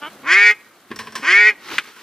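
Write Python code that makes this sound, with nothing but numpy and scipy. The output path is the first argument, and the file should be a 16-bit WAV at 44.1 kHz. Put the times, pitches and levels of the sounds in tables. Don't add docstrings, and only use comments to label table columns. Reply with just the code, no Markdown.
import sys
import numpy as np
from scipy import signal
from scipy.fft import rfft, irfft
from scipy.io import wavfile
from scipy.ndimage import uniform_filter1d, minimum_filter1d

SR = 44100
rng = np.random.default_rng(int(sys.argv[2]) if len(sys.argv) > 2 else 0)


def pcm_store(signal):
    levels = np.round(np.clip(np.atleast_2d(signal), -1, 1) * 32767)
    wavfile.write(sys.argv[1], SR, levels.astype(np.int16).T)


def boost(x):
    u = np.asarray(x, float) / 20
    return 10 ** u


N = 89302

# [t/s, level/dB, pulse rate f/Hz, roughness 0-1, bill opening/dB per octave, flap imbalance/dB, nose/dB]
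QUACKS = [
    [(.232, -43, 117.2, 0.35, -10.5, 3.5, -2.5), (.276, -18.5, 157.3, 0.26, -3.5, 6.5, -5.5),
     (.296, -11.5, 165.6, 0.2, -1, 0, 0.5), (.34, -10, 188.4, 0.17, -0.5, 5.5, 5),
     (.372, -8, 200.2, 0.22, -1, -1.5, -31), (.43, -10, 206.3, 0.16, -0.6, 0.8, -22),
     (.499, -11, 209.3, 0.04, -0.5, 2.5, -12), (.509, -3, 210.4, 0.57, -1, -8, 3.5),
     (.552, -40.5, 210.7, 0.6, -4.5, -15, 1)],
    [(1.224, -24.5, 129, 0.18, -6.5, 1.5, -0.5), (1.252, -17.5, 144, 0.42, -1.5, 8.5, 2.5),
     (1.28, -10, 170.8, 0.15, -1.5, 1.4, 0.5), (1.32, -11.5, 187.7, 0.19, -2, 6, 9.5),
     (1.345, -8, 197.7, 0.14, -1.6, 3, -3.5), (1.385, -8.5, 205.9, 0.17, -2.3, 3.5, -28),
     (1.488, -7, 214.4, 0.2, -1.9, 2, -16), (1.499, -3, 207.1, 0.63, -3, -8.5, 3),
     (1.542, -44, 197.2, 0.3, -2, -13.5, -8)],
]
FLAP_DB = [-16, 4.5, -19, 0.5, -7, 5.5, 8.5, 9, 12, 8, 10.5, 3, 3, 2.5, -0.5, -1, 0.5, -2.5, 0.5, 3, 1, -10,
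           4.5, -3.5, -0.5, 1.5]
# [f/Hz, width/Hz, level/dB]
BILL = [(446, 220, -20), (843, 270, -38), (1061, 383, -11), (1603, 357, -4.5), (2100, 415, 3.5),
        (2482, 322, 2), (3110, 640, -10.5), (4910, 110, -23.5), (5400, 420, -56), (7020, 620, -28),
        (7960, 4500, -71.5)]
# [f/Hz, width/Hz]
NULLS = [(900, 110), (1255, 107), (1700, 213), (2035, 163), (2325, 124), (2730, 210), (3130, 130),
         (3400, 61), (3750, 93), (4100, 210)]


def quacks():
    even_loss_db = -7.5
    higher = [even_loss_db * (k % 2) for k in range(28)]
    weights_db = list(FLAP_DB) + higher
    calls = 0
    for table in QUACKS:
        db, hz, rough, open_db, odd_db, nose_db = in_time(table)
        calls = calls + voice(db, hz, rough, weights_db, BILL, open_db, odd_db, nose_db, NULLS)
    return boost(3.5) * calls


# [t/s, level/dB, pulse rate f/Hz, roughness 0-1, bill opening/dB per octave]
GRUNT = [
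    (.01, -53.5, 289, 0.8, 2.5),
    (.022, -33, 290.5, 0.66, -4),
    (.034, -30, 294.4, 0.53, 1.7),
    (.058, -32, 295, 0.53, 1),
    (.075, -25.5, 325, 0.76, -2.5),
    (.098, -56, 327, 0.8, 0.5),
]
# [f/Hz, width/Hz, level/dB]
GRUNT_THROAT = [(379, 200, -2.5), (805, 530, 1.5), (1350, 284, 4.5), (2240, 70, 0), (3070, 240, 0.5)]
GRUNT_FLAP_DB = [4, -1.5, 1, 1, 6, 8, 4.5, 2.2, 1.5, 1.5, -2.8, -3]


def grunt():
    db, hz, rough, open_db = in_time(GRUNT)
    return voice(db, hz, rough, GRUNT_FLAP_DB, GRUNT_THROAT, open_db)


# [f/Hz, width/Hz, level/dB]
NOSE = [(517, 290, -31.5), (1156, 184, -19.5), (2840, 380, -12), (3390, 390, -13), (4820, 700, -25.5)]


def voice(level_db, hz, rough, weights_db, throat, open_db=0, odd_db=0, nose_db=-99, nulls=()):
    jitter, spread_rad, blur_rad, flutter_db = .025, 0.066, 3.0, 3.0
    breath_db, shimmer_db, top_hz, null_depth = 9.0, 6.0, 9750, 0.99
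    rough = np.clip(rough, 0, 1)
    phase = 2 * np.pi * np.cumsum(hz * (1 + jitter * rough * drift(82))) / SR
    flutter = [flutter_db * drift(26) for _ in range(5)]
    blur = [blur_rad * (rough + .04) * drift(90) for _ in range(5)]
    pulses = 0
    for k, weight_db in enumerate(weights_db, 1):
        tilt_db = open_db * np.log2(k * hz / 1900)
        flutter_now = flutter[k % 5] * min(k / 24, 1) ** 2
        db = weight_db + tilt_db + odd_db * (k % 2) + flutter_now
        angle = k * phase + spread_rad * k * k + blur[k % 5] * min(k / 22, 1) ** 3
        pulses = pulses + boost(db) * np.cos(angle) * (k * hz < top_hz)

    puffs = np.diff(rng.standard_normal(N + 1)) * (1 + np.cos(phase))
    breath = puffs * boost(breath_db + 0.73 * open_db)
    shimmer = boost(shimmer_db * rough * np.tanh(drift(130)))
    source = pulses * (1 - rough) * shimmer + rough * breath

    mouth = body(source * boost(level_db), throat)
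    for null_hz, width in nulls:
        mouth = mouth - null_depth * peak(mouth, null_hz, width, 0)
    nose = body(source * boost(level_db + nose_db), NOSE)
    loud = level_db > level_db.max() - 6
    return (mouth + nose) / np.std(body(source, throat)[loud])


def ducks():
    echo_s, echo_db = .011, -13.5
    reeds_db, reeds_t60_s, reeds_side = -33, .55, .15
    calls = quacks() + grunt()
    bounce = np.interp(np.arange(N) - echo_s * SR, np.arange(N), calls)
    t = np.arange(SR) / SR
    reeds = rng.standard_normal((2, SR)) * boost(-60 * t / reeds_t60_s) * (t > .02)
    reeds = reeds / np.sqrt(np.sum(reeds[0] ** 2))
    mid, side = signal.fftconvolve(calls[None], reeds, axes=1)[:, :N]
    tail = mid + reeds_side * side * [[1], [-1]]
    return ports(calls + boost(echo_db) * bounce) + boost(reeds_db) * tail


# [t/s, peak level/dB, thump/dB, brightness/dB, rattle T60/s]
KNOCKS = [
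    (0.903, -31, 0, -14, 0.12),
    (0.913, -17.5, -4.5, -22, 0.043),
    (0.959, -24, -14.5, 8.5, 0.04),
    (0.988, -17, -28, 1, 0.11),
    (1.070, -20, -24, -6.5, 0.044),
    (1.121, -30.5, -14, 5.5, 0.069),
    (1.152, -15, -29.5, 3.5, 0.11),
    (1.192, -37.5, -1, -9, 0.13),
    (1.229, -22, -28, -3, 0.079),
    (1.963, -32, -25, -2, 0.099),
]
# [f/Hz, width/Hz, level/dB]
GEAR = [(232, 14, -16), (1037, 64, 7), (1570, 96, 4), (1820, 170, 2.7), (2380, 410, -2.5),
        (3130, 740, -4.5), (4020, 110, -13), (5550, 530, -6.5), (8100, 1600, -12), (10600, 14000, -21.5)]
# [f/Hz, width/Hz, level/dB]
PUSH = (200, 280, -1.4)
# [f/Hz, width/Hz, level/dB]
HULL = [(220.7, 7.7, 8.5), (431, 28, 5), (1077, 22, 3)]


def knocks():
    attack_s, rattle_db, rattle_slow = 0.0025, -14.5, 7.7
    strike_db, strike_s = 15.5, .0015
    out, t = 0, np.arange(N) / SR
    grit = rng.standard_normal((len(KNOCKS), N)) * boost(0.75 * drift(260))
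    for (s, db, thump_db, bright_db, t60), noise in zip(KNOCKS, grit):
        age = np.maximum(t - s, 0)
        burst = boost(-60 * age / t60)
        rattle = boost(rattle_db - 60 * age / t60 / rattle_slow)
        contacts = noise * np.minimum(age / attack_s, 1) * (burst + rattle)
        strike = boost(strike_db) * (np.arange(N) == int((s + strike_s) * SR))
        hit = (contacts + strike) * boost(db + 1.0)
        thump = peak(hit, *GEAR[0]) + peak(peak(hit, *PUSH), *PUSH)
        case = body(hit, HULL) + body(hit, GEAR[1:6])
        bright = body(hit, GEAR[6:])
        out = out + boost(thump_db + 14.5) * thump + case + boost(bright_db) * bright
    return out + sway(grit[0])


def sway(grit):
    start_s, level_db, t60_s = .93, -22.5, 0.85
    t = np.arange(N) / SR
    shaking = (t > start_s) * (t < KNOCKS[6][0])
    shake = grit * shaking * boost(level_db - 60 * np.abs(t - start_s) / t60_s)
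    once = peak(shake, hz=124, width=150, db=0.1)
    return peak(once, hz=124, width=150, db=0.1)


# [t/s, level/dB]
SNAP = [
    (1.7823, -3.5),
    (1.7850, -3.5),
    (1.7873, -5.5),
    (1.7962, -24),
    (1.803, -38),
    (1.804, -35),
]
# [f/Hz, width/Hz, level/dB]
SNAP_BODY = [(355, 160, -15), (1080, 270, -8), (1640, 426, 3.5), (2300, 690, 1.5), (3240, 560, -2.5),
             (4770, 1600, -17), (7500, 3300, -20.5)]


def snap():
    tail_db, tail_t60_s = -2, .065
    s, db = np.transpose(SNAP)
    clicks = np.zeros(N)
    clicks[(s * SR).astype(int)] = boost(db + 23) * (-1) ** np.arange(len(s))
    age = np.arange(N) / SR - s[0]
    tail = rng.standard_normal(N) * (age > 0) * boost(tail_db - 60 * np.abs(age) / tail_t60_s)
    return body(clicks + tail, SNAP_BODY)


# [t/s, level/dB]
RUSTLE = [
    (1.59, -54.5),
    (1.65, -40.5),
    (1.7, -32.5),
    (1.745, -28),
    (1.78, -34.5),
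    (1.82, -43),
    (1.89, -41),
    (1.94, -49),
    (2.03, -43.5),
]
# [f/Hz, level/dB per Hz]
CLOTH = [(59, -50), (100, -21.5), (365, -1.5), (676, -17), (736, -7.5), (1800, -4), (5300, -12.5),
         (5770, -21), (16000, -27)]
# [f/Hz, correlation]
CLOTH_LIKENESS = [(60, 0.96), (240, 1.0), (950, 0.98), (3770, 0.84), (15000, -0.046)]


def cloth():
    return boost(in_time(RUSTLE)[0]) * banded_noise(CLOTH, CLOTH_LIKENESS, patchy_db=1.9, rate=150)


# [f/Hz, level/dB per Hz]
AIR = [(15, -63), (25, -60), (70, -20), (185, -37.5), (285, -14), (560, -34), (1330, -7.5), (1790, -17),
       (16000, -24.5)]
# [t/s, level/dB]
AIR_LEVEL = [(0, -47.5), (.6, -52), (.85, -54), (.95, -51.5), (1.5, -53.5), (2.03, -49.5)]
# [f/Hz, correlation]
LIKENESS = [(60, 0.77), (180, 0.94), (550, 0.48), (1650, 0.91), (4970, 0.3), (15000, -0.91)]


def air():
    return boost(in_time(AIR_LEVEL)[0]) * banded_noise(AIR, LIKENESS, patchy_db=1.5, rate=64)


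# [f/Hz, level/dB per Hz]
LAPPING = [(24, -67), (40, -34), (214, -9.5), (327, -8), (369, -10), (898, -14), (5000, -25), (6500, -70),
           (11000, -120)]
# [t/s, level/dB]
LAPPING_LEVEL = [(0, -47.5), (.25, -45), (.6, -54), (.88, -55.5), (1.0, -48), (1.5, -44.5), (2.03, -88)]


def water():
    return boost(in_time(LAPPING_LEVEL)[0]) * banded_noise(LAPPING, CLOTH_LIKENESS, patchy_db=1.3, rate=18)


def banded_noise(spectrum, likeness, patchy_db, rate):
    out, together = 0, drift(rate)
    edges = 25 * 2 ** np.arange(0, 9.6, .5)
    white = rng.standard_normal((2, 2, N))
    for k, (low, high) in enumerate(zip(edges, edges[1:])):
        band = signal.butter(2, [low, high], "band", fs=SR, output="sos")
        mid, side = signal.sosfilt(band, white[k % 2])
        hz = np.sqrt(low * high)
        alike = np.clip(at_hz(likeness, hz), 0, 1)
        flicker_db = patchy_db * (.6 * together + .8 * drift(rate))
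        stereo = np.sqrt(1 + alike) * mid + np.sqrt(1 - alike) * side * [[1], [-1]]
        out = out + boost(at_hz(spectrum, hz) + flicker_db) * stereo
    return rms_one(out)


# [f/Hz, lead/rad]
PORT_LEAD = [(10, .1), (500, 0.055), (1200, 0.096), (2500, 0.35), (4500, 0.42), (7300, 1.68), (11000, 2.36),
             (16000, 2)]


def ports(x):
    turn = np.exp(.5j * at_hz(PORT_LEAD, np.fft.rfftfreq(N, 1 / SR)))
    wave = rfft(x * np.ones((2, 1)))
    return irfft(wave * [turn, turn.conj()], N)


def peak(x, hz, width, db):
    r = np.exp(-np.pi * width / SR)
    zeros = [(1 - r * r) / 2, 0, (r * r - 1) / 2]
    poles = [1, -2 * r * np.cos(2 * np.pi * hz / SR), r * r]
    return boost(db) * signal.lfilter(zeros, poles, x + 1e-18)


def body(x, table):
    return sum(peak(x, *row) * (-1) ** k for k, row in enumerate(table))


def drift(rate):
    r = np.exp(-2 * np.pi * rate / SR)
    white = rng.standard_normal(N + SR)
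    return rms_one(signal.lfilter([1], [1, -2 * r, r * r], white)[SR:])


def rms_one(x):
    return x / np.sqrt(np.mean(x ** 2) + 1e-20)


def in_time(rows):
    s, level, *rest = np.transpose(rows)
    t = np.arange(N) / SR
    return [np.interp(t, s, level, left=-140, right=-140)] + [np.interp(t, s, c) for c in rest]


def at_hz(points, hz):
    f, value = np.transpose(points)
    return np.interp(np.log(hz + 1), np.log(f), value)


def scene():
    handling = knocks() + snap() + cloth()
    return ducks() + ports(handling + air()) + water()


def top_cut(x):
    return signal.sosfilt(signal.butter(12, 16500, fs=SR, output="sos"), x)


def record(dry):
    ceiling, release_s = .97, .004
    span = int(release_s * SR)
    room = np.minimum(ceiling / (np.abs(dry).max(axis=0) + 1e-9), 1)
    gain = uniform_filter1d(minimum_filter1d(room, size=2 * span), size=span)
    low_pass = signal.cheby2(10, 40, 16100, fs=SR, output="sos")
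    mix = signal.sosfiltfilt(low_pass, dry * gain)
    return top_cut(mix)


dry = scene()
out = record(dry)
pcm_store(out)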